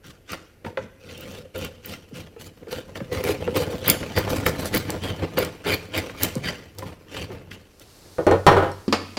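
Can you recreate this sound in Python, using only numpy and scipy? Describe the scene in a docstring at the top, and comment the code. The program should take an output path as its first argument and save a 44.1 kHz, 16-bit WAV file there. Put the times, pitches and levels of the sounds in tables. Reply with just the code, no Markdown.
"""A drawknife pares a wooden blank in a bench vise: filtered random fractures rasp, fizz and drone.
Noise and a low resonance make the bench shudder; splinters snap as short bursts of noise.
Blade strikes send falling bending waves through the blank and ring its modes.
At last the knife is dropped rattling on the bench top and the vise clanks, as damped sines and noise.
Still air, a hiss that rises near the end and workshop echoes surround it at one close microphone."""
import sys
import numpy as np
from scipy import signal
from scipy.fft import rfft, irfft, next_fast_len
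from scipy.io import wavfile
from scipy.ndimage import uniform_filter1d

SR = 44100
rng = np.random.default_rng(int(sys.argv[2]) if len(sys.argv) > 2 else 0)


def master(y):
    """Save y as 16-bit WAV."""
    cut = np.clip(np.atleast_2d(y).T, -1, 1)
    pcm = np.round(cut * 32767)  # scale
    wavfile.write(sys.argv[1], SR, pcm.astype(np.int16))


N = 404838
TIME = np.arange(N) / SR

# pulls of the knife: start t/s, time to bite t/s, time in the cut t/s, then relative levels:
# rasp of fibres level/dB, fizz of the shaving level/dB, drone of the blank level/dB, shudder of the bench level/dB
PULLS = [(0.019, 0.037, 0.045, -45, -56.5, -53, -45.5), (0.257, 0.071, 0.0067, -31.5, -49.5, -33.5, -39),
         (.64, 0.0069, 0.035, -54, -59, -36, -40), (.77, 0.011, 0.065, -52, -83, -48, -41.5),
         (.97, 0.096, 0.091, -46, -62, -44, -45.5), (1.13, 0.053, 0.22, -45, -58, -40.5, -45),
         (1.537, 0.013, 0.11, -37.5, -52.5, -35.5, -37), (1.8, 0.087, 0.054, -39.5, -48.5, -41, -40),
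         (2.124, 0.031, 0.054, -40, -53.5, -42.5, -42.5), (2.381, 0.016, 0.07, -49.5, -51.5, -49, -48.5),
         (2.662, 0.049, 0.074, -38, -50.5, -37.5, -41), (2.946, 0.013, 0.0068, -39, -52, -34, -46),
         (3.105, .016, 0.072, -38.5, -47.5, -28, -35), (3.218, 0.046, 0.052, -32, -38.5, -24, -37),
         (3.528, 0.029, 0.066, -31.5, -37, -20.5, -49), (3.68, .03, 0.02, -59.5, -55, -37, -58),
         (3.801, 0.083, 0.028, -22.5, -39, -25.5, -27), (4.138, .035, 0.0084, -21, -32, -22.5, -24.5),
         (4.28, 0.021, 0.018, -45, -39, -29.5, -27.5), (4.345, 0.016, 0.0075, -37, -37.5, -38, -43),
         (4.448, 0.012, 0.028, -36, -35, -26.5, -28), (4.57, 0.022, 0.017, -41.5, -40.5, -37, -36),
         (4.635, 0.021, 0.014, -37, -37.5, -38, -53), (4.718, 0.025, 0.035, -25, -35, -30, -28),
         (4.871, 0.024, 0.0067, -117, -78, -31.5, -55), (5.001, 0.025, 0.083, -35.5, -52, -35.5, -38.5),
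         (5.169, 0.013, 0.044, -68, -64, -35.5, -53), (5.363, 0.013, 0.058, -29.5, -39, -24.5, -32.5),
         (5.631, 0.037, 0.071, -25.5, -38.5, -26.5, -30), (5.912, 0.063, 0.0092, -22.5, -35, -23.5, -26.5),
         (6.15, 0.093, 0.0068, -25, -30, -24.5, -28), (6.33, 0.044, 0.015, -74, -107, -41, -43),
         (6.411, 0.04, 0.048, -27.5, -48, -34.5, -36), (6.775, 0.013, 0.0041, -43, -46, -38, -46),
         (6.811, .02, 0.039, -56, -63, -45, -40.5), (7.058, .09, 0.095, -38.5, -53.5, -38.5, -40),
         (7.28, 0.019, 0.055, -73, -65, -41, -41), (7.504, 0.0087, 0.022, -43, -54, -54, -44),
         (7.805, 0.011, 0.01, -52, -54, -71, -70)]
# spectrum of tearing fibres in a deep cut: f/Hz, level/dB
DEEP_RASP = [(800, -11.5), (1400, -2.5), (2200, -5.5), (3300, -1), (4900, -12.5), (5500, -23.5),
             (11000, -29)]
# spectra of a snapping splinter, its bright top and its lower crack: f/Hz, level/dB
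SNAP_TOP = [(6000, -25.5), (10500, 4.5), (13000, 18), (15300, 21), (16500, -17)]
SNAP_CRACK = [(900, -51.5), (2500, 4), (4500, 24), (7500, 23), (10000, 20), (12500, 9), (16000, -20)]
# modes of the bench top: f/Hz, relative level/dB, t60 t/s
BENCH_MODES = [(96, -5, .34), (142, -7, .28), (339, -9, .16), (401, -1, .19), (505, -1, .16),
               (565, -1, .18), (642, -8, .16), (785, -5, .16), (828, -6, .2), (982, -6, .17),
               (1004, -6, .17), (1265, -5, .2), (1451, -5, .2), (1822, -10, .16)]


def amp(db):
    """Decibels to gain."""
    return 10 ** (np.asarray(db) / 20)


def evened(x):
    """Scales to rms 1."""
    return x / np.sqrt(np.mean(x ** 2) + 1e-20)


def peaked(x, size=176):
    """Scales a hit so that its loudest stretch of `size` samples (4 ms) has rms 1."""
    return x / np.sqrt(uniform_filter1d(x ** 2, size).max() + 1e-20)


def read(points, hz):
    """Reads a table along a logarithmic frequency axis."""
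    f, value = np.transpose(points)
    return np.interp(np.log(hz + 1), np.log(f + 1), value)


def gains(rows):
    """One gain curve over time for each dB column of a table."""
    s, *columns = np.transpose(rows)
    return [amp(np.interp(TIME, s, c)) for c in columns]


def add(mix, s, sound):
    """Mixes a sound in at a time in seconds."""
    part = mix[max(round(s * SR), 0):][:len(sound)]
    part += sound[:len(part)]


def colour(x, spectrum, size=8192):
    """Causal minimum-phase filter with the given spectrum, falling 24 dB per octave beyond its ends."""
    hz = np.abs(np.fft.fftfreq(size, 1 / SR)) + 1
    octaves_out = np.abs(np.log2(hz / np.clip(hz, spectrum[0][0], spectrum[-1][0])))
    level_db = np.maximum(read(spectrum, hz) - 24 * octaves_out, -100)
    log_gain = np.log(amp(level_db))
    response = np.exp(np.conj(signal.hilbert(log_gain)))
    taps = np.fft.ifft(response).real[:size // 2]
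    return signal.oaconvolve(x, taps)[:len(x)]


def ring(modes):
    """A struck object: a sum of dying sines."""
    t = TIME[:SR // 2]
    return sum(amp(db) * np.exp(-np.log(1000) * t / t60) * np.sin(2 * np.pi * hz * t)
               for hz, db, t60 in modes)


def dying(t60s):
    """Countless overlapping modes or echoes: noise whose bands each fade at their own speed."""
    hz, t, z = signal.stft(rng.standard_normal(SR // 2), SR, nperseg=256)
    decay = np.exp(-np.log(1000) * t / read(t60s, hz)[:, None])
    return signal.istft(z * decay, SR, nperseg=256)[1][:SR // 2]


def wander(hz):
    """Slow random drift with rms 1, rolling off above the given frequency."""
    size = next_fast_len(N)
    rolloff = 1 + (np.fft.rfftfreq(size, 1 / SR) / hz) ** 4
    return evened(irfft(rfft(rng.standard_normal(size)) / rolloff, size)[:N])


def fibres(per_s, spread_db):
    """Tiny fractures at random moments, of uneven strength and either sign."""
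    size = amp(spread_db * np.minimum(rng.exponential(1, N), 4))
    return size * rng.choice([-1, 1], N) * (rng.random(N) < per_s / SR)


def resonate(x, hz, width):
    """Shifts hz (fixed or moving) down to zero, smooths, and shifts back: a resonance of gain 1."""
    turn = np.exp(2j * np.pi * np.cumsum(hz * np.ones(N)) / SR)
    r = np.exp(-np.pi * width / SR)
    return 2 * (turn * signal.lfilter([1 - r], [1, -r], x / turn)).real


def patchy(x, patch_db):
    """Uneven grain in the wood: narrow bands swell and fade for a few hundredths of a second."""
    z = signal.stft(x, SR, nperseg=512, noverlap=384)[2]
    across_bands = uniform_filter1d(rng.standard_normal(z.shape), size=4, axis=0)
    patches = evened(uniform_filter1d(across_bands, size=10, axis=1))
    return evened(signal.istft(z * amp(patch_db * patches), SR, nperseg=512, noverlap=384)[1][:N])


def background():
    """Still workshop air and a soft hiss that rises near the end, both filtered noise."""
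    # spectrum of the air: f/Hz, level/dB
    air_spectrum = [(15, -44), (25, 1), (97, 1), (200, -10), (463, -7), (887, -23.5), (2840, -23),
                    (3620, -42.5), (13200, -32), (14800, -36), (16000, -71)]
    # spectrum of the hiss: f/Hz, level/dB
    hiss_spectrum = [(300, 1), (1200, -11), (1500, -12), (2800, -16), (4500, -8), (7000, -13.5),
                     (12700, -18), (16000, -26)]
    # rising hiss: t/s, level/dB
    hiss_levels = [(7.55, -72), (7.9, -53.5), (8.2, -50.5), (8.7, -53.5), (9.18, -53)]
    air, hiss = rng.standard_normal((2, N))
    still_air = amp(-55.5) * evened(colour(air, air_spectrum))
    return still_air + gains(hiss_levels)[0] * evened(colour(hiss, hiss_spectrum))


def pulls(levels_db, resting, swell, release, linger_db, linger):
    """Each pull swells as the edge bites, holds, and drops as it slips out into a slowly fading slide.

    release and linger are time constants in seconds.
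    """
    out, t = resting.copy(), TIME[:SR]
    for (start, rise, hold, *_), db in zip(PULLS, levels_db):
        after = np.maximum(t - rise - hold, 0)
        slip = (1 - amp(linger_db)) * np.exp(-after / release)
        slide = amp(linger_db) * np.exp(-after / linger)
        add(out, start, amp(db) * np.minimum(t / rise, 1) ** swell * (slip + slide))
    return out


def rasping(level, grip):
    """Tearing fibres sound the blade and the shaving; a thicker shaving rasps louder and lower."""
    # spectrum of tearing fibres in a light cut: f/Hz, level/dB
    light_rasp = [(800, -14.5), (1400, -8.5), (2200, -7.5), (3000, -0.5), (3700, -7.5), (6000, -8),
                  (11000, -23.5)]
    # resonances of blade and shaving: f/Hz, width f/Hz, light cut level/dB, deep cut level/dB
    rasp_peaks = [(1373, 370, 3.5, -44), (1960, 48, -4, -2), (2210, 560, -23, 11), (2850, 63, -10.5, -4),
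                  (3075, 32, -2, 9), (3630, 127, -9, 6.5), (4810, 280, -36, 19), (5840, 190, -5, -24)]
    # moving main resonance of the shavings: t/s, f/Hz
    shaving_pitch = [(.4, 1420), (1.05, 2660), (2.3, 2830), (2.7, 1320), (3.25, 2220), (3.87, 3560),
                     (4.2, 1740), (4.76, 1670), (5.05, 3270), (5.4, 2360), (6.44, 2400), (6.5, 1770),
                     (7.1, 2630)]
    tears = grip * fibres(per_s=4000, spread_db=3.4)
    light, deep = colour(tears, light_rasp), colour(tears, DEEP_RASP)
    light_ring, deep_ring = np.zeros((2, N))
    for hz, width, light_db, deep_db in rasp_peaks:
        mode = signal.iirpeak(hz, hz / width, fs=SR)
        light_ring += amp(light_db) * signal.lfilter(*mode, light)
        deep_ring += amp(deep_db) * signal.lfilter(*mode, deep)
    depth = level / (level + amp(-34))  # louder rasp crossfades to the deep cut
    edge = (1 - depth) * evened(light + light_ring) + depth * evened(deep + deep_ring)
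    shaving_hz = np.interp(TIME, *np.transpose(shaving_pitch))
    edge = edge + amp(3) * resonate(edge, shaving_hz, width=280)
    return level * patchy(edge, patch_db=3.8)


def splinters(fizz, follow=0.67, top_db=-30, crack_db=-33):
    """Small splinters tick off at random, louder while a shaving curls."""
    ticks = fibres(per_s=60, spread_db=4)
    top = amp(top_db) * evened(colour(ticks, SNAP_TOP))
    crack = amp(crack_db) * evened(colour(ticks, SNAP_CRACK))
    return fizz ** follow * (top + crack)


def cutting():
    """The edge catches and slips; breaking fibres rasp, fizz and shake the blank and the bench."""
    # how hard the worker bears on the blank, keeping it trembling between pulls: t/s, relative level/dB
    lean_levels = [(0, -28), (2.55, -11.5), (3.1, -1.5), (3.35, 5), (4.4, 7.5), (5.45, 2), (5.65, -8.5),
                   (6.4, -3), (6.7, -7), (7.05, -13), (7.4, -7.5), (7.7, -16)]
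    # spectrum of the curling shaving: f/Hz, level/dB
    fizz_spectrum = [(4000, 0), (7000, -7), (10000, -7.5), (12500, -7), (15300, -10.5), (16000, -12)]
    # spectrum of the droning blank: f/Hz, level/dB
    drone_spectrum = [(180, -56), (280, -1), (400, -4.5), (490, -1.5), (590, -5.5), (700, -10),
                      (950, -12.5), (1400, -17.5), (2300, -19.5), (5000, -32)]
    # spectrum of the shuddering bench: f/Hz, level/dB
    shudder_spectrum = [(25, -12), (55, -9), (95, -0.5), (120, -4.5), (165, -0.5), (210, -2.5), (290, -8.5),
                        (380, -11.5)]
    rasp_db, fizz_db, drone_db, shudder_db = np.transpose(PULLS)[3:]
    lean = gains(lean_levels)[0]
    rocking = lean * evened(amp(4 * wander(hz=27)))  # the resting knife rocks unevenly on the blank
    rasp = pulls(rasp_db, amp(-55.5) * lean, swell=1.85, release=0.01, linger_db=-12, linger=0.07)
    fizz = pulls(fizz_db, amp(-66.5) * lean, swell=2.9, release=0.012, linger_db=-21, linger=0.15)
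    drone = pulls(drone_db, amp(-41) * rocking, swell=2.5, release=0.026, linger_db=-15, linger=0.085)
    shudder = pulls(shudder_db, amp(-41.5) * rocking, swell=4.4, release=0.02, linger_db=-19.5, linger=0.11)
    # sudden changes of bite reach the blank and the bench too
    usual_rasp = np.exp(uniform_filter1d(np.log(rasp), size=6000))
    jerk = (rasp / usual_rasp) ** 0.079
    # the edge grips unevenly: slow catches and quick slips
    grip = evened(amp(2.3 * wander(hz=47) + 2 * wander(hz=240)))
    edge = amp(-0.75) * rasping(rasp, grip)
    crackle = colour(grip * fibres(per_s=3500, spread_db=-2.5), fizz_spectrum)
    curl = amp(2.5) * fizz * patchy(crackle, patch_db=4.2)
    drag = colour(grip * fibres(per_s=4000, spread_db=1.5), drone_spectrum)
    # share of free ringing in the blank's drone, changing over time
    free = np.interp(TIME, [.4, 1, 1.6, 2, 3, 3.6, 4.2], [.2, 1, 1, .2, .7, .8, .1])
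    sung = evened(drag + amp(12) * resonate(drag, hz=500, width=80))
    drag = (1 - free) * evened(drag) + free * sung
    blank = amp(-2) * drone * patchy(drag, patch_db=2)
    shaking = colour(rng.standard_normal(N), shudder_spectrum)
    boom = amp(5) * resonate(shaking, BENCH_MODES[0][0], width=7)  # the lowest bench mode
    bench = amp(0.82) * shudder * evened(shaking + boom)
    return edge + curl + splinters(fizz) + jerk * (blank + bench)


def snaps(rise=0.0002, fade=0.001, crumble_db=-17, crumble=0.006):
    """A splinter lets go with one sharp crack and a brief crumbling tail of noise (times in s)."""
    # snapping splinters: t/s, relative level/dB, lower crack against the top level/dB
    snap_times = [(0.3196, -19.5, -2.5), (1.178, -30, -1), (1.2092, -20, -17), (1.58, -18, -28),
                  (1.648, -18, -6), (1.8596, -12, -28), (2.7222, -20, -31), (3.24, -11, -7),
                  (3.571, -9, -18), (3.88, 7, -30), (3.8826, -4.5, -37), (3.8998, 10.5, -6.5),
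                  (4.188, -6, -21), (4.466, -3, -16), (4.6569, -17, 0), (4.7484, -2.5, -11),
                  (4.777, -5, -18), (4.9042, -13, 2), (5.3887, -2, -32), (5.449, -18.5, 2),
                  (5.7224, -13, -17), (5.744, -9, -15), (5.9766, -9, -32), (6.2341, 6.5, -12),
                  (6.2497, -14, -5), (6.354, -26.5, 8), (6.786, -21.5, 1), (7.797, -32.5, 1)]
    out, t = np.zeros(N), TIME[:SR // 20]
    for s, db, crack_db in snap_times:
        fall = np.exp(-t / fade) + amp(crumble_db) * np.exp(-t / crumble)
        burst = rng.standard_normal(len(t)) * (1 - np.exp(-t / rise)) * fall
        top, crack = peaked(colour(burst, SNAP_TOP)), peaked(colour(burst, SNAP_CRACK))
        add(out, s - 0.0005, amp(db - 18) * (top + amp(crack_db + 5) * crack))
    return out


def bites(sweep_hz=2600, sweep=0.005696, fade=0.016, crunch_fade=0.0039, round_trip=0.0021):
    """A blow is a bending wave, treble first, bouncing between the ends of the ringing blank (times in s)."""
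    # the blade strikes the blank: t/s, then relative levels: ring level/dB, tick of the edge level/dB,
    # thump of the bench level/dB; ring pitch f/Hz
    strikes = [(0.648, -24, -32.5, -18, 493), (0.664, -25.5, -35.5, -36, 912),
               (0.773, -13.5, -23, -62, 529), (1.552, -23, -65, -42, 511), (2.112, -36, -77, -12, 447),
               (2.363, -29, -50, -73, 454), (2.67, -26.5, -47, -24, 461), (2.956, -31.5, -32, -41, 632),
               (3.004, -23, -33, -14, 546), (3.116, -18.5, -56, -44, 482), (3.238, -19.5, -26.5, -23, 395),
               (3.289, -11, -30.5, -48, 419), (3.476, -10.5, -28, -15, 483), (3.728, -20, -42, -11, 456),
               (3.881, -19, -17, -11, 450), (4.03, -26, -29, -24, 553), (4.175, -11.5, -14.5, -37, 510),
               (4.463, -11.5, -12.5, -14, 497), (4.745, -21.5, -39, -3, 493), (5.38, -9, -24, -22, 509),
               (5.66, -16.5, -28.5, -38, 422), (6.096, -31, -31, -42, 492), (6.354, -23.5, -66, -6, 518),
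               (6.492, -23, -45, -41, 594), (6.822, -29, -38, -24, 537), (6.824, -27, -45, -48, 998),
               (7.302, -25, -43, -49, 369), (7.515, -65, -31.5, -41, 577)]
    # modes of the blank: multiple of the ring pitch, relative level/dB, t60 t/s
    blank_modes = [(0.798, -6.5, 0.16), (1.002, 9, 0.077), (1.13, -13, 0.14), (1.85, -10, 0.068),
                   (2.9, -17, 0.078)]
    out, t = np.zeros(N), TIME[:SR // 2]
    for s, ring_db, tick_db, thump_db, pitch in strikes:
        hz = 70 + sweep_hz / (1 + t / (sweep * rng.uniform(0.774, 1.24))) ** 2
        # thump, ring and tick set the wave's level as it falls through their ranges
        balance = [(150, thump_db + 7.5), (600, ring_db - 15.5), (1600, tick_db - 0.5)]
        strength = amp(read(balance, hz))
        wave = strength * np.sin(2 * np.pi * np.cumsum(hz) / SR) * np.exp(-(t / fade) ** 2)
        for k in range(5):
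            add(out, s + k * round_trip * rng.uniform(0.9, 1.1), 0.6 ** k * wave)
        crunch = colour(rng.standard_normal(len(t)) * np.exp(-t / crunch_fade), DEEP_RASP)
        modes = [(k * pitch, db, t60) for k, db, t60 in blank_modes]
        body = ring(modes) * (1 - np.exp(-t / 0.0028))  # soft onset
        add(out, s, amp(ring_db - 8.5) * peaked(body) + amp(tick_db - 13) * peaked(crunch))
    return out


def bench_blows(chatter_db=-8, gap=0.011, click_fade=0.0028, let_go=8.4):
    """Handles and blade land and chatter on the bench; the top booms, the steel clicks and sings (times in s)."""
    # blows: t/s, then relative levels: dull thud level/dB, hard clack level/dB, ring of the blade level/dB;
    # rattle length t/s
    blows = [(8.184, -21, -29, -62, 0.03), (8.267, -12.5, -17, -41, 0.025),
             (8.312, -14.5, -14.5, -42, 0.04), (8.4657, -17, -0.5, -26, 0.01),
             (8.515, -17, -11.5, -67, 0.058), (8.567, -19, -13, -63, 0.047),
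             (8.624, -22.5, -17.5, -65, 0.068), (8.716, -55, -50, -50.5, 0.014)]
    # modes of the blade: f/Hz, relative level/dB, t60 t/s
    blade_modes = [(4231, -1, .16), (5835, -3, .15), (7500, -11, .14), (5496, 0, .28)]
    # spectrum of the dull thud: f/Hz, level/dB
    thud_spectrum = [(75, -14), (92, -4), (250, -9.5), (400, 5), (520, 5.5), (780, -9.5), (1300, -19),
                     (1800, -47)]
    # spectrum of the hard clack: f/Hz, level/dB
    clack_spectrum = [(150, -4), (400, -10), (800, 3.5), (1400, -3.5), (2200, -14), (3200, -16.5),
                      (6000, -31.5), (15000, -41)]
    # decay of the bench: f/Hz, t60 t/s
    bench_t60 = [(90, 0.31), (400, 0.15), (1500, 0.21), (5000, 0.14), (15000, 0.14)]
    out, boom, t = np.zeros(N), peaked(ring(BENCH_MODES)), TIME[:SR // 2]
    for s, thud_db, clack_db, blade_db, length in blows:
        click = peaked(colour(rng.standard_normal(len(t)) * np.exp(-t / click_fade), SNAP_CRACK))
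        # the hands damp the blade's last, longest mode until they let go
        steel = peaked(ring(blade_modes if s > let_go else blade_modes[:-1]))
        add(out, s, amp(thud_db - 7) * boom)
        add(out, s, amp(blade_db) * (steel + amp(6.5) * click))
        order = np.arange(8)
        delays = gap * (order + rng.uniform(-0.308, 0.285, len(order)) * (order > 0))
        contacts = np.zeros(SR // 4)
        for k, delay in enumerate(delays):
            strength = amp(chatter_db) * np.exp(-(delay / length) ** 2) if k else 1
            add(contacts, delay, np.array([strength]))
        thud = peaked(colour(dying(bench_t60), thud_spectrum))
        clack = peaked(colour(dying(bench_t60), clack_spectrum))
        hit = amp(thud_db + 4.5) * thud + amp(clack_db - 4.5) * (clack + amp(1) * boom)
        add(out, s, signal.fftconvolve(contacts, hit))
    return out


def vise(fade=0.02):
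    """A hand thuds on the vise; its loose handle strikes the stop with a short steel clank (fade in s)."""
    # hand and handle: t/s, muffled thud relative level/dB, clank relative level/dB
    clanks = [(8.88, -16, -31), (8.926, -21.5, -11), (8.935, -26, -25), (9.17, -40, -23)]
    # modes of the vise in the bench: f/Hz, relative level/dB, t60 t/s
    vise_modes = [(93, -14.5, 0.56), (224, 8, 0.077), (268, -1.5, 0.27), (348, 4, 0.069)]
    # modes of the steel handle: f/Hz, relative level/dB, t60 t/s
    handle_modes = [(2230, -7, .03), (4620, -1, .03), (4830, 0, .03), (5150, -5, .03), (6800, -11, .03)]
    # spectrum of the clank: f/Hz, level/dB
    clank_spectrum = [(250, 15), (1100, 11.5), (1800, 3), (2200, 4.5), (3900, 0.5), (4750, 4), (5500, -5),
                      (7000, -10.5), (15000, -28)]
    out, t = np.zeros(N), TIME[:SR // 2]
    thud = peaked(ring(vise_modes) * (1 - np.exp(-(t / 0.0013) ** 2)))
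    handle = peaked(ring(handle_modes))
    for s, thud_db, clank_db in clanks:
        clank = peaked(colour(rng.standard_normal(len(t)) * np.exp(-t / fade), clank_spectrum))
        steel = amp(-1.5) * clank + amp(-5) * handle
        add(out, s, amp(thud_db) * thud + amp(clank_db) * steel)
    return out


def room(x, wet_db, early_db):
    """Quick echoes from the bench and the worker, then the workshop's tail."""
    # decay of the workshop: f/Hz, t60 t/s
    room_t60 = [(100, 1), (500, 0.43), (3000, 0.69), (8000, 0.45), (15000, 0.15)]
    tail = dying(room_t60)
    response = np.zeros(SR)
    add(response, 0.009, amp(wet_db) * tail / np.linalg.norm(tail))
    for s in rng.uniform(0.002, 0.018, 8):
        add(response, s, amp([early_db]) * rng.choice([-1, 1]))
    return x + signal.fftconvolve(x, response)[:N]


def scene():
    """Nearly mono: the two channels differ very slightly, mostly in the treble."""
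    work = amp(-1) * room(cutting(), wet_db=-18, early_db=-17.5)
    hits = room(snaps(), wet_db=-15.5, early_db=-29) + room(bites(), wet_db=-14, early_db=-18.5)
    tools = room(bench_blows(), wet_db=-17, early_db=-20) + room(vise(), wet_db=-12.5, early_db=-35)
    mono = background() + work + hits + tools
    spread = rng.standard_normal(SR // 50)
    side = signal.oaconvolve(mono, spread / np.linalg.norm(spread))[:N]
    side = colour(side, [(30, -49), (700, -41), (3000, -25.5), (9000, -13.5), (16000, -19)])
    return np.array([mono + side, mono - side])


def record(dry):
    """The loudest peaks are rounded off below 0.7; then a low-pass at 16.1 kHz limits the band."""
    rounded = dry / (1 + (dry / 0.7) ** 4) ** (1 / 4)
    low_pass = signal.firwin(511, 16100, window=("kaiser", 9), fs=SR)
    return signal.oaconvolve(rounded, low_pass[None], "same")


dry = scene()
out = record(dry)
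master(out)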